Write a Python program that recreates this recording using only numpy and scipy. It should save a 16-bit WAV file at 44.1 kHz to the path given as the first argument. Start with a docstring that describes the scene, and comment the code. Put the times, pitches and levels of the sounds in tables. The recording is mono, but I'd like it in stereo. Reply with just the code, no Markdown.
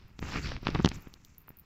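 """First comes a soft rub: fingers shift their grip on a camera held beside a brick wall. Skin slides
over the case, which rumbles as it bends, then catches and bumps next to the two microphone openings
(the ports), first the right, then the left. Bats at roost boxes overhead give faint, very short, high
chirps that scatter off the wall and eaves. The evening air is quiet."""
import sys
import numpy as np
from scipy import signal
from scipy.fft import rfft, irfft, next_fast_len
from scipy.io import wavfile
from scipy.ndimage import map_coordinates

SR = 44100
rng = np.random.default_rng(int(sys.argv[2]) if len(sys.argv) > 2 else 0)


def digitize_waveform(pressure):
    """Quantize a signal to 16-bit integers and store it at the path in sys.argv[1].

    Rows of a 2-D input are taken as channels; values are limited to [-1, 1].
    """
    field = np.atleast_2d(pressure).T
    bounded = np.clip(field, -1, 1)
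    quanta = np.round(bounded * 32767).astype(np.int16)
    wavfile.write(sys.argv[1], SR, quanta)


N = 72765

# Tone of the still air: (frequency [Hz], relative level [dB])
AIR_TONE = [(120, 24), (450, -3), (1000, -25), (2300, 9.5), (4000, -17.5), (7000, 1.5), (9000, -11.5),
            (14500, -4.5)]
# Bat calls: (time [s], level [dB])
BAT_CHIRPS = [(0.08, -66), (0.2, -53), (0.623, -64), (.725, -63), (.967, -47), (1.008, -59), (1.0215, -44),
              (1.082, -52), (1.132, -55), (1.249, -46), (1.3824, -30), (1.405, -50), (1.418, -48),
              (1.4785, -42), (1.492, -28), (1.571, -36.5), (1.588, -36), (1.5975, -33)]
# Rumble of the bending case: (time [s], relative level [dB])
FLEX_LEVELS = [(0, -50), (.18, -50.5), (.23, -29), (.28, -42.5), (.38, -32.5), (.57, -33), (.6, -44.5),
               (.76, -25), (.86, -35.5), (.975, -35), (1.02, -51), (1.65, -57)]
# Tone of that rumble: (frequency [Hz], relative level [dB])
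FLEX_TONE = [(70, 0.5), (160, -6.5), (300, -16), (500, -27.5), (1200, -68)]
# Relative strength of the rub:
# (time [s], left scrape [dB], right scrape [dB], left hiss [dB], right hiss [dB])
RUB_LEVELS = [(.035, -60.5, -56.5, -59, -70), (.205, -60.5, -61.5, -76, -70), (.224, -50, -35, -56, -47.5),
              (.32, -40.5, -33, -38, -46), (.365, -35.5, -21.5, -40, -33.5), (.41, -45, -38.5, -47.5, -51),
              (.455, -52, -28.5, -39, -43.5), (.495, -77, -35, -35.5, -41), (.55, -46, -39, -44, -49),
              (.61, -57, -54.5, -60.5, -56), (.675, -36.5, -35.5, -36, -57),
              (.725, -48, -37.5, -48.5, -53.5), (.755, -27.5, -40.5, -43, -58), (.86, -51.5, -50, -47, -66),
              (.95, -40, -56, -47.5, -66), (1.04, -56, -51, -63.5, -68), (1.22, -63.5, -60.5, -69, -73)]
# Tone of the rub's low scrape: (frequency [Hz], relative level [dB])
SCRAPE_TONE = [(150, 8.5), (300, 6), (1900, 1), (2700, 0.5), (4000, -25.5), (6000, -59.5)]
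# Tone of the rub's high hiss: (frequency [Hz], relative level [dB])
HISS_TONE = [(1500, -1.5), (3000, 0), (4700, 1.5), (5400, 0.5), (6300, -11), (9000, -35.5)]
# Light, dry brushes of skin: (middle time [s], half length [s], level [dB], left minus right [dB])
SKIN_BRUSHES = [(0.35, 0.12, -51, -11.5), (.83, 0.0056, -54, 12), (0.949, 0.012, -49.5, 28),
                (0.886, 0.2, -66, 18), (1.277, 0.094, -68, 35)]
# Tone of those brushes: (frequency [Hz], relative level [dB])
BRUSH_TONE = [(3000, -24.5), (6000, 5.5), (7500, 3.5), (8700, -28), (14800, -10), (16000, -39)]
# Fingers catching on the case, with relative levels:
# (time [s], thump [dB], snap [dB], snap pitch [Hz], snap left minus right [dB])
FINGER_TOUCHES = [(0.1921, -25.5, -24, 2900, -16), (0.2276, -17, -17, 1130, -24),
                  (0.3959, -23.5, -35, 725, -19), (0.519, -24, -10, 1070, 36),
                  (0.566, -32.5, -23.5, 2100, -1), (0.631, -23.5, -56, 700, 11),
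                  (0.6702, -13, -5, 1990, 11), (0.6827, -27, -16, 3050, 12), (0.6893, -10, -13, 845, 34),
                  (0.704, -46, -24.5, 4960, 14), (0.749, -14.5, -11.5, 2600, 31),
                  (0.7513, -11, -15, 2460, 10.5), (0.7585, -13.5, -11, 990, 25),
                  (0.7915, -15.5, -16, 1300, 12), (0.7977, -8.5, -36, 800, 21),
                  (0.8031, -14, -13.5, 780, 19), (0.8477, -.5, -6, 3600, 20), (0.8596, -5, -4, 3800, 15),
                  (0.8651, -13.5, -6.5, 940, 10.5), (0.8751, -18, -12, 1100, 1),
                  (0.8896, -49, -11, 7300, 29), (0.9168, -23.5, -15.5, 2150, 9.5),
                  (1.072, -27, -31, 1720, -26), (1.14, -38.5, -24.5, 7350, 18),
                  (1.2495, -51, -26.5, 7700, 19), (1.348, -66, -40, 7460, 28),
                  (1.4826, -43, -33, 1660, -22), (1.505, -33.5, -32.5, 1370, -26)]

BAT_PAN_DB = 29  # the bats are well to the left


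def amp(db):
    """Turn decibels into a number to multiply by."""
    return 10 ** (np.asarray(db) / 20)


def unit(x):
    """Scale x to an average strength (rms) of 1."""
    return x / np.sqrt(np.mean(x ** 2) + 1e-20)


def noise(n=N):
    """White noise, different at each port."""
    return rng.standard_normal((2, n))


def curves(rows):
    """Join a table's points with lines: one curve for each column after the time."""
    times, *columns = np.transpose(rows)
    return np.array([np.interp(np.arange(N) / SR, times, column) for column in columns])


def swell(at_s, half_s):
    """A flat-topped rise and fall, reaching about half_s to each side of at_s."""
    return np.exp(-.5 * ((np.arange(N) / SR - at_s) / half_s) ** 4)


def wobble(per_s):
    """A smooth curve through per_s random points a second."""
    return map_coordinates(rng.standard_normal(2048), [np.arange(N) * per_s / SR], mode="wrap")


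def lowpass(hz, edge_hz, order=2):
    """A gain that keeps the lows and fades above edge_hz."""
    return 1 / (1 + (hz / edge_hz) ** order)


def filtered(x, response):
    """Multiply each frequency in x by response(hz)."""
    n = x.shape[-1]
    padded = next_fast_len(n + 4096)
    return irfft(rfft(x, padded) * response(np.fft.rfftfreq(padded, 1 / SR)), padded)[..., :n]


def coloured(x, tone):
    """Shape x with a tone table, at strength 1."""
    points_hz, db = np.transpose(tone)
    return unit(filtered(x, lambda hz: amp(np.interp(np.log(hz + 1), np.log(points_hz), db))))


def band(x, centre_hz, width_hz):
    """The part of x around one frequency."""
    return filtered(x, lambda hz: np.exp(-((hz - centre_hz) / width_hz) ** 4))


def ports(pan_db):
    """Left and right gains; a positive pan_db makes the right weaker."""
    return amp(np.minimum([[pan_db], [-pan_db]], 0))


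def across(x, edge_hz, delay_s=0.0008):
    """x as it reaches the far port, late and dull."""
    return filtered(x, lambda hz: np.exp(-2j * np.pi * hz * delay_s) * lowpass(hz, edge_hz))


def add(out, x, at_s):
    """Mix x into out, centred on at_s."""
    i = round(at_s * SR) - x.shape[-1] // 2 + np.arange(x.shape[-1])
    inside = (i >= 0) & (i < N)
    out[..., i[inside]] += x[..., inside]


def evening_air():
    """A quiet, steady outdoor hush."""
    return amp(-70.5) * coloured(noise(), AIR_TONE)


def bat_chirps(pitch_hz=14200, base_sweep_hz_per_s=4.6e6, base_width_s=.00036, echo_s=0.083):
    """Each chirp is a quick high glide lasting a millisecond or two, and it scatters off bricks and eaves."""
    out, t = np.zeros((2, N)), np.arange(-2048, 2048) / SR
    for at_s, db in BAT_CHIRPS:
        stretch = np.exp(0.5 * rng.standard_normal())  # each chirp has its own pace
        shape = np.exp(-.5 * (t / base_width_s / stretch) ** 2) / np.sqrt(stretch)
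        cycles = pitch_hz * t + .5 * base_sweep_hz_per_s / stretch * t ** 2
        chirp = shape * np.sin(2 * np.pi * cycles)
        bounces = noise(len(t)) ** 3 * (t > 0) * amp(-60 * abs(t) / echo_s)
        echo = signal.fftconvolve(bounces / np.linalg.norm(bounces[0]), chirp[None], mode="same", axes=1)
        echo_db = -26.5 + 0.38 * db  # faint, distant chirps are mostly echo
        add(out, amp(db) * chirp + amp(echo_db) * echo, at_s)
    return out * ports(BAT_PAN_DB)


def bat_squeak(at_s=1, lowest_hz=10300, glide_hz_per_s=70000):
    """One thin, raspy squeak whose pitch dips and climbs again."""
    hz = lowest_hz + glide_hz_per_s * abs(np.arange(N) / SR - at_s)
    rasp = wobble(per_s=600) * np.sin(2 * np.pi * np.cumsum(hz) / SR)
    return amp(-65) * ports(BAT_PAN_DB) * swell(at_s, half_s=.012) * rasp


def case_flexing():
    """The grip bends the case: a lumpy rumble, nearly alike at both ports."""
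    level_db, = curves(FLEX_LEVELS)
    shared, side = coloured(noise(), FLEX_TONE)
    rumble = shared + amp(-16) * np.array([side, -side])
    return amp(level_db - 6 + wobble(per_s=45.53)) * rumble


def friction(tone, slips_per_s=2500, spread_db=18, slip_share=0.65):
    """Sliding skin makes many tiny slips of uneven size, over smooth noise."""
    slipping = rng.random((2, N)) < slips_per_s / SR
    sizes = amp(spread_db * rng.uniform(-2.97, 0.91, (2, N)))
    slips = unit(slipping * sizes * np.sign(noise()))
    rough = np.sqrt(slip_share) * slips + np.sqrt(1 - slip_share) * noise()
    return coloured(rough, tone) * amp(wobble(per_s=170))


def finger_rubbing():
    """A finger slides over the case: a scrape, a hiss and a few brighter brushes."""
    level_db = curves(RUB_LEVELS)
    scrape = amp(level_db[:2] - 5) * friction(SCRAPE_TONE)
    scrape += across(np.flipud(scrape), edge_hz=520)  # each side carries to the other port
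    # For a moment the scrape sounds hollow.
    scrape -= swell(at_s=0.439, half_s=.05) * band(scrape, centre_hz=840, width_hz=360)
    hiss = amp(level_db[2:] - 4) * friction(HISS_TONE)
    strokes = sum(swell(at_s, half_s) * amp(db) * ports(pan) for at_s, half_s, db, pan in SKIN_BRUSHES)
    return scrape + hiss + strokes * friction(BRUSH_TONE)


def port_whistle(pitch_hz=4560, width_hz=480):
    """Passing the left port, the rub narrows to a breathy near-whistle."""
    breath = unit(filtered(noise(), lambda hz: lowpass(hz - pitch_hz, width_hz)))
    return amp(-42) * ports(pan_db=20) * swell(at_s=0.453, half_s=0.023) * breath


def skin_snap(t, pitch_hz, ring_s=0.00012, grit_s=0.0035):
    """Skin lets go of the case: a tiny ring wrapped in gritty noise."""
    top_hz = 2.48 * pitch_hz
    bottom_hz = 0.12 * pitch_hz ** 2 / 3300  # the higher the snap, the thinner its lows
    after = np.maximum(t, 0)
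    ring = np.sin(2 * np.pi * pitch_hz * after) * np.exp(-after / ring_s)
    grit = filtered(noise(len(t)), lambda hz: hz * lowpass(hz, pitch_hz) * lowpass(hz, top_hz, order=4))
    burst = 0.54 * np.exp(-abs(t) / (2 * ring_s)) + amp(-24) * np.exp(-abs(t) / grit_s)
    snap = ring + unit(grit) * burst
    snap = filtered(snap, lambda hz: lowpass(hz, top_hz) * (1 - lowpass(hz, bottom_hz)))
    return filtered(snap, lambda hz: 0.15 + lowpass(hz, 6790, order=18))  # soften the highest part


def finger_touches(press_s=0.00083, release_s=0.00099, leak_hz=56, sharp_above_hz=3300):
    """Skin pushes on the case and lets go with a snap; the case springs back with a thump."""
    out, t = np.zeros((2, N)), np.arange(-1024, 1024) / SR
    push = np.where(t < 0, -np.exp(-abs(t) / press_s), np.exp(-abs(t) / release_s))
    # Slow pressure changes leak away round the ports.
    push = filtered(push, lambda hz: 1j * hz / (leak_hz + 1j * hz))
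    near = filtered(push, lambda hz: lowpass(hz, edge_hz=690))
    far = across(push, edge_hz=420)
    for at_s, thump_db, snap_db, pitch_hz, pan_db in FINGER_TOUCHES:
        thump = np.array([near, far] if pan_db > 0 else [far, near])
        touch = amp(thump_db) * thump + amp(snap_db) * ports(pan_db) * skin_snap(t, pitch_hz)
        if pitch_hz > sharp_above_hz:  # the sharpest touches sound hollow
            touch -= 0.75 * band(touch, centre_hz=2400, width_hz=400)
        add(out, touch, at_s)
    return out


def scene():
    """The hand on the camera in front, bats and still air behind."""
    hand = finger_touches() + finger_rubbing() + port_whistle() + case_flexing()
    return hand + bat_chirps() + bat_squeak() + evening_air()


def record(dry, top_hz=16550):
    """The camera fades the very highest sounds and keeps nothing above top_hz."""
    return filtered(dry, lambda hz: (hz < top_hz) * lowpass(hz, 15650, order=60))


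dry = scene()
out = record(dry)
digitize_waveform(out)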